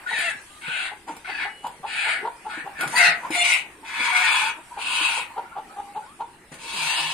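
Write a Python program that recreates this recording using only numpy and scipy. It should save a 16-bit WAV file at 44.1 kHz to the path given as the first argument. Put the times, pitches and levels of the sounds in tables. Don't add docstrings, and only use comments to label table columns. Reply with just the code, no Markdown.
import sys
import numpy as np
from scipy import signal
from scipy.fft import rfft, irfft, next_fast_len
from scipy.io import wavfile
from scipy.ndimage import uniform_filter1d

SR = 44100
rng = np.random.default_rng(int(sys.argv[2]) if len(sys.argv) > 2 else 0)


def volts(x):
    e = np.asarray(x, float) / 20
    return 10 ** e


def generate_wav(signal):
    frames = np.transpose(np.atleast_2d(signal))
    scaled = np.clip(frames, -1, 1) * 32767
    pcm = np.round(scaled).astype(np.int16)
    wavfile.write(sys.argv[1], SR, pcm)


N = 314433

# (start [s], length [s], start pitch [Hz], end pitch [Hz], level of the lowest partial [dB])
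LOCKED_NOTES = [
    (0.215, 0.09, 715, 652, -37),
    (2.97, 0.15, 712, 700, -29),
    (3.348, 0.108, 710, 701, -29.5),
    (4.11, 0.14, 745, 735, -36),
]


def evened(x):
    return x / np.sqrt(np.mean(x ** 2) + 1e-20)


def read(points, hz):
    f, value = np.transpose(points)
    return np.interp(np.log(hz + 1), np.log(f + 1), value)


def shaped(x, points):
    size = next_fast_len(len(x))
    gain = volts(read(points, np.fft.rfftfreq(size, 1 / SR)))
    return irfft(rfft(x, size) * gain, size)[:len(x)]


def add(mix, s, sound):
    part = mix[round(s * SR):][:len(sound)]
    part += sound[:len(part)]


def resonate(x, hz, width_hz):
    turn = np.exp(2j * np.pi * np.cumsum(hz * np.ones(len(x))) / SR)
    r = np.exp(-np.pi * width_hz / SR)
    smooth = signal.lfilter([(1 - r) ** 2], [1, -2 * r, r * r], x / turn + 1e-18)
    return 2 * (turn * smooth).real


def wobble(count, seconds):
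    return evened(uniform_filter1d(rng.standard_normal(count), max(round(seconds * SR), 1)))


def both_ports(a, b, hz):
    # (frequency [Hz], likeness at both ports [0-1])
    likeness = [(30, .4), (90, .85), (200, .96), (700, .93), (1300, .3), (5000, .1)]
    same = np.clip(read(likeness, hz), -1, 1)[:, None]
    return np.array([a, same * a + np.sqrt(1 - same ** 2) * b])


def background(colour, patch_db, swell):
    # (frequency [Hz], share [0-1])
    gusty = [(60, .15), (300, .5), (1000, .8), (4000, .6), (8000, .3)]
    # (frequency [Hz], share [0-1])
    swell_share = [(500, 0), (2500, 1)]
    frames, hz = N // 256 + 5, np.fft.rfftfreq(1024, 1 / SR)
    a, b, c, d, patches = rng.standard_normal((frames, 513, 5)).T
    patches = evened(uniform_filter1d(uniform_filter1d(patches, 6, 0), 12, 1))
    frame_s = (np.arange(frames) - 2) * 256 / SR
    level_db = read(colour, hz)[:, None] + patch_db * patches * read(gusty, hz)[:, None]
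    level_db = level_db + read(swell_share, hz)[:, None] * np.interp(frame_s, *np.transpose(swell))
    z = both_ports(a + 1j * b, c + 1j * d, hz) * volts(level_db)
    return evened(signal.istft(z, nperseg=1024, noverlap=768)[1][:, :N])


def yard():
    # (frequency [Hz], level per Hz [dB])
    air_colour = [(12, -24), (20, 3.5), (119, -7), (352, -1), (491, -9.5), (857, -13.5), (1040, -29),
                  (1720, -15), (2540, -12.5), (4070, -18.5), (5090, -18.5), (7100, -19), (9120, -11.5),
                  (12400, -26), (15500, -32)]
    # (time [s], level change [dB])
    treble_swell = [(0, 3), (.5, 7.5), (1, 2), (1.7, 2), (2.3, 3.5), (3.7, 1), (4.65, 5), (5.3, 1.5),
                    (5.55, -4.5), (5.7, 4.5), (6.1, 2), (6.4, -3), (6.6, 3.5), (7.13, 5)]
    # (time [s], level [dB])
    flock = [(0.0, -38), (.5, -48.5), (1.81, -51), (2.08, -36), (2.28, -46.5), (3.39, -33.5), (3.81, -47.5),
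             (4.21, -28), (4.67, -48), (5.04, -28), (5.2, -39), (5.6, -44), (6.12, -52), (6.55, -49),
             (6.91, -28.5), (7.13, -34.5)]
    flock_colour = [(250, -23.0), (400, -15.5), (850, -1.0), (1400, -1.5), (2500, -4.0), (3500, -21.5)]  # (Hz, dB)
    air = background(air_colour, patch_db=6.5, swell=treble_swell)
    far = background(flock_colour, patch_db=4.5, swell=[(0, 0)])
    flock_db = np.interp(np.arange(N) / SR, *np.transpose(flock))
    return volts(-50.5) * air + volts(flock_db - 6.0) * far


def knocks():
    # (time [s], peak level [dB], panel pitch [Hz], time to die away by 60 dB [s])
    bumps = [(0.681, -37, 177, 0.035), (1.095, -39, 299, 0.058), (2.575, -35, 300, 0.038),
             (2.809, -43, 336, 0.16), (2.86, -37.5, 150, 0.077), (3.081, -42.5, 166, 0.16),
             (3.304, -24, 317, 0.031), (4.0, -39, 268, 0.033), (5.011, -40.5, 310, 0.043),
             (6.518, -44, 261, 0.054), (6.987, -48, 313, 0.065), (1.798, -51, 171, .08),
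             (0.13, -49, 200, .08), (2.64, -48, 172, 0.074)]
    # (time [s], peak level [dB])
    claws = [
        (0.1878, -33),
        (1.085, -50),
        (1.166, -40),
        (1.6674, -39.5),
        (2.809, -26.5),
        (2.834, -34),
        (2.8767, -29.5),
        (3.306, -34),
        (3.834, -55),
        (6.542, -42),
    ]
    out, t = np.zeros(N), np.arange(9000) / SR
    for s, db, hz, t60 in bumps:
        modes = [(1, 4.5), (1.6, -10), (2.7, -3)]  # (times the panel pitch, dB)
        panel = sum(volts(d) * np.sin(2 * np.pi * hz * k * t) for k, d in modes)
        add(out, s, volts(db - 60 * t / t60) * panel * (1 - np.exp(-t / 0.00095)))
    for s, db in claws:
        grit = uniform_filter1d(rng.standard_normal(len(t)), size=2)
        add(out, s, volts(db + 7.5 - 60 * t / 0.023) * np.minimum(t / 0.001, 1) * grit)
    return out


def brushing():
    # (start [s], length [s], peak level [dB])
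    rustles = [
        (1.069, 0.19, -43.5),
        (1.629, 0.22, -48),
        (2.784, 0.89, -42),
        (0.182, 0.039, -56),
        (3.987, 0.072, -37.5),
        (5.2, .08, -50),
        (6.512, 0.081, -39.5),
    ]
    # (start [s], length [s], peak level [dB])
    wings = [
        (3.865, 0.068, -43),
        (4.02, .07, -35),
        (4.19, .07, -35),
        (2.955, 0.037, -32),
    ]
    # (frequency [Hz], level per Hz [dB])
    brush_colour = [(88, -45), (150, 2.5), (701, -4.5), (1700, -5.5), (1870, -6), (2360, -6), (3750, -18),
                    (8920, -13), (15000, -43)]
    # (frequency [Hz], level per Hz [dB])
    swish_colour = [(900, -40), (2000, -8), (5000, 5), (8000, -4), (13000, -18)]
    out = np.zeros(N)
    for rows, colour in [(rustles, brush_colour), (wings, swish_colour)]:
        for s, seconds, peak_db in rows:
            t = np.arange(0, seconds, 1 / SR)
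            stroke = np.minimum(t / 0.015, 1) * volts(peak_db - 22 * t / seconds)
            grains = rng.standard_normal(len(t)) * volts(1.7 * wobble(len(t), 0.0061))
            add(out, s, stroke * evened(shaped(grains, colour)))
    return out


def cluck(s, db, hz, low_db, seconds):
    # (frequency [Hz], width [Hz], level [dB])
    throat_tones = [(870, 363, 15), (1330, 166, 3), (2340, 3400, -15.5), (4320, 230, -26)]
    # (time [s], share of rise and breath [0-1])
    looseness = [(5.7, 1), (5.76, .5), (5.9, 1)]
    lead_in_s = .006
    u = np.arange(0, 1, 1 / ((seconds + lead_in_s) * SR))
    loose = np.interp(s, *np.transpose(looseness))
    rise = 0.2022 * (np.sin(np.pi * .65 * u) - .75) + 0.076 * wobble(len(u), 0.0023)
    turns = np.cumsum(hz / 2 * (1 + loose * rise)) / SR
    pulses = sum(np.cos(2 * np.pi * k * turns) for k in range(2, 10))
    pulses = pulses + 2.23 * loose * rng.standard_normal(len(u))
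    throat = evened(sum(volts(d) * resonate(pulses, f, w) for f, w, d in throat_tones))
    voice = throat + volts(low_db - 2.0) * np.cos(2 * np.pi * turns)
    throb = 1 + .28 * np.cos(2 * np.pi * (70 * u * seconds + rng.random()))
    shape = np.sin(np.pi * u ** 0.95) ** 1.92 * throb * volts(1.84 * wobble(len(u), 0.0085))
    return s - .007 - lead_in_s, volts(db - 4.5) * voice * shape


def neighbours():
    # (time [s], peak level [dB], second partial [Hz], lowest partial against it [dB], length [s])
    faint_clucks = [
        (5.30, -47, 1000, -20, .05),
        (5.44, -47, 1400, -25, .05),
        (5.51, -43, 1350, -25, .05),
        (5.70, -48, 800, -20, .06),
        (5.70, -48, 1500, -25, .04),
        (5.85, -50, 1150, -25, .06),
        (6.01, -47, 1430, -25, .05),
    ]
    out = np.zeros(N)
    for s, db, hz, low_db, seconds in faint_clucks:
        start, sound = cluck(s, db, hz, low_db, seconds)
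        add(out, start, 2 * resonate(sound, hz, 500))
    return out


def clucking_bird():
    # (time [s], peak level [dB], second partial [Hz], lowest partial against it [dB], length [s])
    beat = [(0.114, -28.5, 896, -9.5, 0.046), (0.914, -33, 780, -9, 0.049), (1.078, -26, 872, -18, 0.054),
            (1.275, -31.5, 764, -11, 0.062), (1.454, -27.5, 802, -14.5, 0.05),
            (1.642, -24.5, 935, -21, 0.058), (1.834, -26, 849, -17, 0.054), (2.052, -30, 872, -17.5, 0.073),
            (2.215, -38, 829, 10, 0.077), (2.245, -21.5, 910.5, -11, 0.065),
            (2.453, -26, 834, -17.5, 0.056), (2.653, -30, 772, -11.5, 0.062), (2.831, -27, 806, -14, 0.044),
            (2.93, -24.5, 900, -33, 0.049), (3.233, -24.5, 994, -19, 0.068), (4.573, -38, 650, 0.5, 0.053),
            (4.711, -43, 1003, -30, 0.048), (4.771, -27, 828, -14, 0.048), (5.172, -26.5, 950, -12, 0.048),
            (5.37, -22.5, 913.5, -12, 0.047), (5.561, -23.5, 837, -16, 0.061),
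            (5.766, -25.5, 804.5, -14, 0.074), (5.956, -23, 870, -13, 0.057),
            (6.201, -22.5, 914, -16, 0.048)]
    out = np.zeros(N)
    for row in beat:
        add(out, *cluck(*row))
    return out


def tone(s, seconds, start_hz, end_hz, db, partials, unsteady, soft, flicker_db=0):
    count = round(seconds * SR)
    u = np.linspace(0, 1, count)
    glide_hz = np.linspace(start_hz, end_hz, count)
    turns = np.cumsum(glide_hz * (1 + unsteady * wobble(count, 0.0079))) / SR
    stack = volts(flicker_db * wobble(count, .012)) * np.sin(2 * np.pi * turns)
    for k, d, strongest_at in partials:
        bloom = np.exp(-((u - strongest_at) / .28) ** 2 / 2)
        flicker = volts(d + flicker_db * wobble(count, 0.016))
        stack = stack + flicker * bloom * np.sin(2 * np.pi * round(k) * turns)
    return s, np.sqrt(2) * volts(db - 1.5) * stack * signal.windows.tukey(count, np.clip(soft, 0, 1))


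def groans():
    # (start [s], length [s], start pitch [Hz], end pitch [Hz], level [dB])
    low_calls = [
        (6.735, .04, 215, 185, -50),
        (6.77, .12, 168, 155, -51),
        (6.99, .135, 158, 163, -52),
        (6.54, .07, 165, 165, -57),
    ]
    out = np.zeros(N)
    for row in low_calls:
        add(out, *tone(*row, [(2, -1.1, 0.36)], unsteady=0.021, soft=0.35, flicker_db=2.0))
    return out


def whistles():
    # (start [s], length [s], start pitch [Hz], end pitch [Hz], level [dB])
    peeps = [
        (0.061, 0.025, 1475, 1447, -27),
        (0.49, 0.12, 1195, 1237, -53.5),
        (0.939, .08, 766, 780, -58),
        (1.472, 0.23, 2920, 2950, -49.5),
        (5.513, 0.042, 1324, 1424, -45),
        (5.805, 0.138, 786, 824, -43.5),
        (4.708, .035, 950, 1013, -42.5),
        (5.428, .05, 1460, 1360, -51),
        (5.688, 0.053, 1240, 1330, -47.5),
    ]
    out = np.zeros(N)
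    for row in peeps:
        add(out, *tone(*row, [], unsteady=0.0032, soft=0.35))
    return out


def clear_notes():
    # (multiple, level [dB], share of the note where it is strongest [0-1])
    partials = [
        [(2, -5, 0.55), (3, 7, 0.85), (4, 10, 0.77), (5, -7, .6)],
        [(2, -16, .4), (3, 9, 0.18), (4, -8, .6), (6, -12, 0.63)],
        [(2, -8, .3), (3, 6.5, 0.61), (4, 6, 0.83), (5, 1, 0.58), (6, -4, .6), (8, -10, .5), (10, -5.5, 0.52),
         (12, 1, 0.6)],
        [(2, 9, 0.43), (3, 14, 0.45), (4, -12, .5)],
    ]
    tremble = (.012, .018, .008, .016)
    # (start [s], length [s], start pitch [Hz], end pitch [Hz], level [dB])
    streaks = [(0.078, 0.05, 1800, 1920, -32.5), (0.12, 0.048, 1950, 1800, -29),
               (.17, 0.069, 1400, 1560, -34), (0.1, 0.072, 3880, 3860, -39),
               (0.14, 0.026, 2700, 2350, -33.5), (.2, .06, 2000, 2150, -33),
               (.26, 0.061, 2050, 1750, -34.5), (4.15, 0.066, 1530, 1480, -34),
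               (4.19, 0.038, 1680, 1695, -33), (3.995, 0.0346, 2180, 2600, -27),
               (4.045, 0.0524, 920, 930, -33), (3.325, 0.054, 2150, 2125, -32),
               (3.505, .065, 2100, 2095, -29), (3.51, .05, 2810, 2790, -28), (3.1, .04, 2690, 1900, -30),
               (2.985, 0.116, 1560, 1555, -23.5), (2.96, 0.164, 1900, 1905, -30),
               (2.98, .12, 2745, 2765, -25.5), (3.04, 0.062, 4135, 4140, -29),
               (3.0, 0.039, 2065, 2055, -21), (2.955, 0.027, 4650, 4650, -28),
               (4.06, .05, 940, 1000, -30.5), (4.24, .05, 1410, 1415, -32),
               (4.22, 0.055, 1856, 1860, -25.5), (4.4, .09, 850, 920, -31), (6, .16, 720, 1400, -50),
               (7.5, .12, 980, 930, -36), (1.27, 0.197, 4480, 4600, -49), (2.95, 0.031, 2050, 1800, -28),
               (6.92, 0.122, 2700, 2600, -37), (0.64, 0.212, 1495, 1540, -35),
               (1.264, 0.078, 2200, 1900, -38), (1.39, 0.072, 2500, 3000, -41.5),
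               (2.0, 0.138, 2500, 1700, -40), (1.9, 0.18, 2100, 4400, -48), (2.945, 0.042, 985, 1000, -29),
               (3.828, 0.0295, 880, 930, -40.5), (1.33, 0.077, 1700, 1690, -38),
               (0.71, 0.077, 2260, 2000, -40), (3.48, .07, 2230, 2180, -26), (4.7, .17, 930, 990, -46)]
    out = np.zeros(N)
    for row, upper, unsteady in zip(LOCKED_NOTES, partials, tremble):
        add(out, *tone(*row, upper, unsteady, soft=0.37, flicker_db=2.5))
    for row in streaks:
        add(out, *tone(*row, [], unsteady=.018, soft=0.4, flicker_db=3))
    return out


def squawk(rows, airway, blend, tops, manner):
    pipe_width_hz, head_width_hz = (252, 2800)
    # (frequency [Hz], width [Hz], level [dB])
    hiss_tones = [(6240, 3460, 14.5), (8325, 2500, 15.5), (10450, 1300, -3), (12000, 2400, -18)]
    # (frequency [Hz], share [0-1])
    hiss_core = [(6000, 1), (7000, 0), (10300, 0), (11300, 1)]
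    # (frequency [Hz], level [dB])
    pocket = [(3120, 0), (3270, -16), (3420, 0)]
    s, effort_points, beak_points = np.transpose(rows)
    t = np.arange(s[0], s[-1], 1 / SR)
    count = len(t)
    effort_db, beak_hz = np.interp(t, s, effort_points), np.interp(t, s, beak_points)
    pipe_hz, throat_hz = np.linspace(airway[::2], airway[1::2], count).T
    pipe_db, throat_db, palate_db, hiss_db, growth_db = blend
    edge_hz, tongue_db, palate_hz, swell_db, throat_width_hz = tops
    beak_width_hz, head_hz, head_db, slap_hz, uneven = manner
    uneven = np.clip(uneven, .1, .35)

    slack_db = np.minimum(effort_db.max() - effort_db, 44)
    over_call = np.linspace(-.5, .5, count)
    pipe_db = pipe_db + 0.052 * slack_db
    throat_db = throat_db + 0.081 * slack_db
    hiss_db = hiss_db + 0.052 * slack_db + growth_db * over_call
    head_db = head_db + swell_db * over_call - 0.5 - 0.061 * slack_db

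    turns = np.cumsum(slap_hz * np.exp(uneven * wobble(count, .004))) / SR
    slap_size = volts(5.1 * uneven * np.minimum(wobble(count, 0.0022), 2))
    slaps = (np.diff(np.floor(turns), prepend=0) > 0) * slap_size
    puffs = evened(signal.lfilter([1], [1, -.96], slaps) * rng.standard_normal(count))
    drive = evened(slaps - slaps.mean()) + 2.6 * uneven * puffs

    tract = [(beak_hz, beak_width_hz, 0), (pipe_hz, pipe_width_hz, pipe_db), (throat_hz, throat_width_hz, throat_db),
             (head_hz, head_width_hz, head_db), (palate_hz, 200, palate_db)]
    voice = np.zeros(count)
    for k, (hz, width_hz, db) in enumerate(tract):
        drifting_hz = hz * (1 + .02 * wobble(count, .05))
        voice += (-1) ** k * volts(db) * evened(resonate(drive, drifting_hz, width_hz))
    voice = signal.sosfilt(signal.butter(7, [640, edge_hz], 'band', fs=SR, output='sos'), voice)
    if effort_db.max() > -16:
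        voice = shaped(voice, pocket)

    air = evened(sum(volts(db) * evened(resonate(puffs, hz, w)) for hz, w, db in hiss_tones))
    air = shaped(air, [(hz, tongue_db * share) for hz, share in hiss_core])
    rasp_db = 1.97 * wobble(count, 0.0089)
    loudness = volts(effort_db - 3.5 + rasp_db) * signal.windows.tukey(count, .03)
    return t[0], loudness * (voice + volts(hiss_db) * air)


def held_hen():
    # (time [s], effort [dB], beak resonance as the mouth opens [Hz])
    first_hen = [
        [(0.068, -38.5, 2120), (0.11, -40.5, 2100), (0.184, -31, 2310), (0.282, -25.5, 2090), (0.37, -77, 1970)],
        [(0.61, -45.5, 2230), (0.646, -38.5, 2140), (0.728, -33.5, 2640), (0.856, -30.5, 1960),
         (0.95, -76, 2050)],
        [(1.243, -40, 2020), (1.278, -40, 2380), (1.372, -38, 2480), (1.434, -28.5, 2050), (1.52, -66, 2240)],
        [(1.86, -40, 2400), (1.884, -34.5, 2300), (1.998, -28, 2380), (2.106, -24, 2160), (2.23, -51, 1840)],
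        [(2.48, -55, 2270), (2.502, -38.5, 2270), (2.606, -41, 2150), (2.64, -69, 2180)],
        [(2.75, -48, 2280), (2.80, -35, 2240), (2.835, -35.5, 2180), (2.87, -51, 2070)],
        [(2.89, -41.5, 2000), (2.95, -35, 1900), (2.966, -18, 1960), (3.024, -10.5, 1980), (3.09, -15, 1900),
         (3.15, -56, 2000)],
        [(3.303, -35, 2220), (3.33, -26.5, 2230), (3.44, -15, 2340), (3.465, -25.5, 2200), (3.53, -19.5, 2270),
         (3.58, -36.5, 2550), (3.62, -42, 2560)],
    ]
    # (time [s], effort [dB], beak resonance [Hz])
    second_hen = [
        [(3.828, -56, 2330), (3.862, -41, 2250), (4.018, -25, 2140), (4.125, -28.5, 2180), (4.15, -16.5, 2170),
         (4.27, -23, 2350), (4.36, -25, 2420), (4.498, -32.5, 2450), (4.55, -110, 2440)],
        [(4.77, -46, 2550), (4.806, -36, 2500), (4.946, -27.5, 2680), (5.02, -25.5, 2660), (5.09, -27, 2530),
         (5.192, -32, 2470), (5.27, -58, 2520)],
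        [(6.58, -51.5, 2530), (6.72, -37.5, 2630), (6.86, -31.5, 2530), (6.98, -32, 2710), (7.056, -32.5, 2660),
         (7.13, -30.5, 2570)],
    ]
    # (windpipe start [Hz], windpipe end [Hz], throat start [Hz], throat end [Hz])
    airways = [(900, 850, 1860, 1640), (930, 590, 1550, 1620), (800, 920, 1570, 1800),
               (900, 710, 1810, 1720), (841, 710, 1490, 1860), (810, 850, 1770, 1320),
               (1020, 630, 1680, 1490), (950, 1010, 1460, 1630), (983, 893, 1750, 1590),
               (1086, 864, 1550, 1500), (950, 950, 1440, 1890)]
    # (windpipe [dB], throat [dB], palate [dB], hiss [dB],
    # hiss growth over the call [dB])
    blends = [(-11.5, 3, -23, -7, 5.5), (-15.5, -3.5, -10.5, -12.5, 5), (-12, -0.5, -11, -21.5, -8),
              (-16.5, -3.5, -10.5, -13, -3), (-12, 3.5, -17, -15.5, -5), (-27, 3.5, -27, -13, 14),
              (-18.5, -6.5, -10.5, -11, -24), (-15, -19, -10, -9, -3), (-10.5, -5, -11, -12.5, 6),
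              (-8.5, -12, -21, -7.5, -1), (-5, -9, -6, -4, -4.5)]
    # (airway's upper edge [Hz], hiss outside its core [dB], palate cavity [Hz],
    # head growth over the call [dB], throat width [Hz])
    all_tops = [(5000, -5.5, 2700, -3, 300), (4450, -11, 2670, 3, 350), (4930, 3, 2200, -5, 350),
                (4900, -16, 2780, -5, 360), (4900, -5, 2780, -6, 380), (5740, 2, 2780, -2, 340),
                (5440, 2, 2500, 3, 410), (5850, 1.5, 2780, -3, 260), (5540, 1, 3320, 2, 730),
                (5170, -3.5, 2600, -5, 400), (5400, -0.5, 2290, -3, 580)]
    # (beak width [Hz], head resonance [Hz], head level [dB], slap rate [Hz], unevenness [0-1])
    manners = [(420, 3700, -3.5, 640, 0.1), (574, 3800, -6, 750, 0.2), (387, 4160, -10, 570, 0.2),
               (475, 4340, -10.5, 700, 0.1), (510, 4400, -10.5, 1100, 0.5), (490, 4900, -16, 590, 0.2),
               (500, 4600, -7, 700, .15), (464, 3600, -8.5, 700, 0.1), (546, 5060, -11, 750, .3),
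               (680, 4170, -7, 900, .3), (457, 4300, 0.5, 900, 0.2)]
    lock_drops = (-9, -8, -13, -5)
    rasp, locked_db = np.zeros(N), np.zeros(N)
    for settings in zip(first_hen + second_hen, airways, blends, all_tops, manners):
        add(rasp, *squawk(*settings))
    for (s, seconds, *_), drop_db in zip(LOCKED_NOTES, lock_drops):
        add(locked_db, s, drop_db * signal.windows.tukey(round(seconds * SR), .5))
    return rasp * volts(locked_db)


def pen(x, wet_db):
    # (frequency [Hz], time for echoes to die away by 60 dB [s])
    walls = [(150, 0.14), (700, 0.28), (2000, 0.29), (5000, 0.14), (12000, 0.099)]
    # (frequency [Hz], phase [radians])
    lead = [(900, .05), (1500, 1.9), (2300, -1.7), (3600, 1.7), (5500, -1.7), (14000, -20)]
    # (frequency [Hz], level [dB])
    louder = [(150, -1.5), (380, 3.5), (950, 0.5), (2380, 5.5), (5980, -2.5), (15000, 4.5)]
    # (frequency [Hz], level [dB])
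    mic = [(60, -35), (140, 0.5), (4700, 0), (5300, -1), (6400, 1.5), (7200, 1), (10500, 2.5), (12000, 1.5),
           (15000, -8), (15600, -63)]
    # (frequency [Hz], level [dB])
    sheen = [(2500, 0.5), (5000, 5), (10000, 5.5)]
    size = next_fast_len(N + SR // 2)
    hz = np.fft.rfftfreq(size, 1 / SR)
    taps = np.zeros((2, SR // 2))
    at = np.arange(200, SR // 2 - 20, 20) + rng.integers(0, 20, (2, (SR // 2 - 201) // 20))
    np.put_along_axis(taps, at, rng.choice([-1., 1.], at.shape), 1)
    f, t, z = signal.stft(taps, SR, nperseg=256)
    fading = both_ports(*z, f) * volts(-60 * t / read(walls, f)[:, None])
    tail = signal.istft(fading, SR, nperseg=256)[1]
    side = np.array([[.5], [-.5]])
    direct = np.exp(1j * side * read(lead, hz))
    echoes = volts(wet_db + read(sheen, hz)) * rfft(tail, size) / np.linalg.norm(tail[0])
    port = volts(read(mic, hz) + side * read(louder, hz))
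    return irfft(rfft(x, size) * (direct + echoes) * port, size)[:, :N]


def scene():
    crate = volts(-3.5) * (knocks() + brushing())
    roomy = neighbours() + crate + held_hen()
    drier = crate + clucking_bird() + groans() + whistles() + clear_notes()
    return yard() + pen(drier, wet_db=-11) + pen(roomy, wet_db=-0.5)


def low_pass(x):
    return signal.sosfilt(signal.butter(12, 15630, fs=SR, output="sos"), x)


def record(dry):
    # (frequency [Hz], share of small patches muted [0-1])
    muted_share = [(3900, 0), (4600, .2), (5300, .52), (6600, .5), (7200, .2), (7800, .1), (9800, .12),
                   (11000, .45), (13000, .6)]
    rounded = dry / (1 + abs(dry / .9) ** 4) ** .25
    hz, t, z = signal.stft(rounded, SR, nperseg=1024)
    bands, frames = np.arange(len(hz)) // 4, np.arange(len(t)) // 4
    chance = rng.random((frames[-1] + 1, bands[-1] + 1)).T[bands][:, frames]
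    heard = chance > read(muted_share, hz)[:, None]
    below_edge = (hz < 15430)[:, None]
    mixed = signal.istft(z * heard * below_edge, SR, nperseg=1024)[1][:, :N]
    return low_pass(mixed)


dry = scene()
out = record(dry)
generate_wav(out)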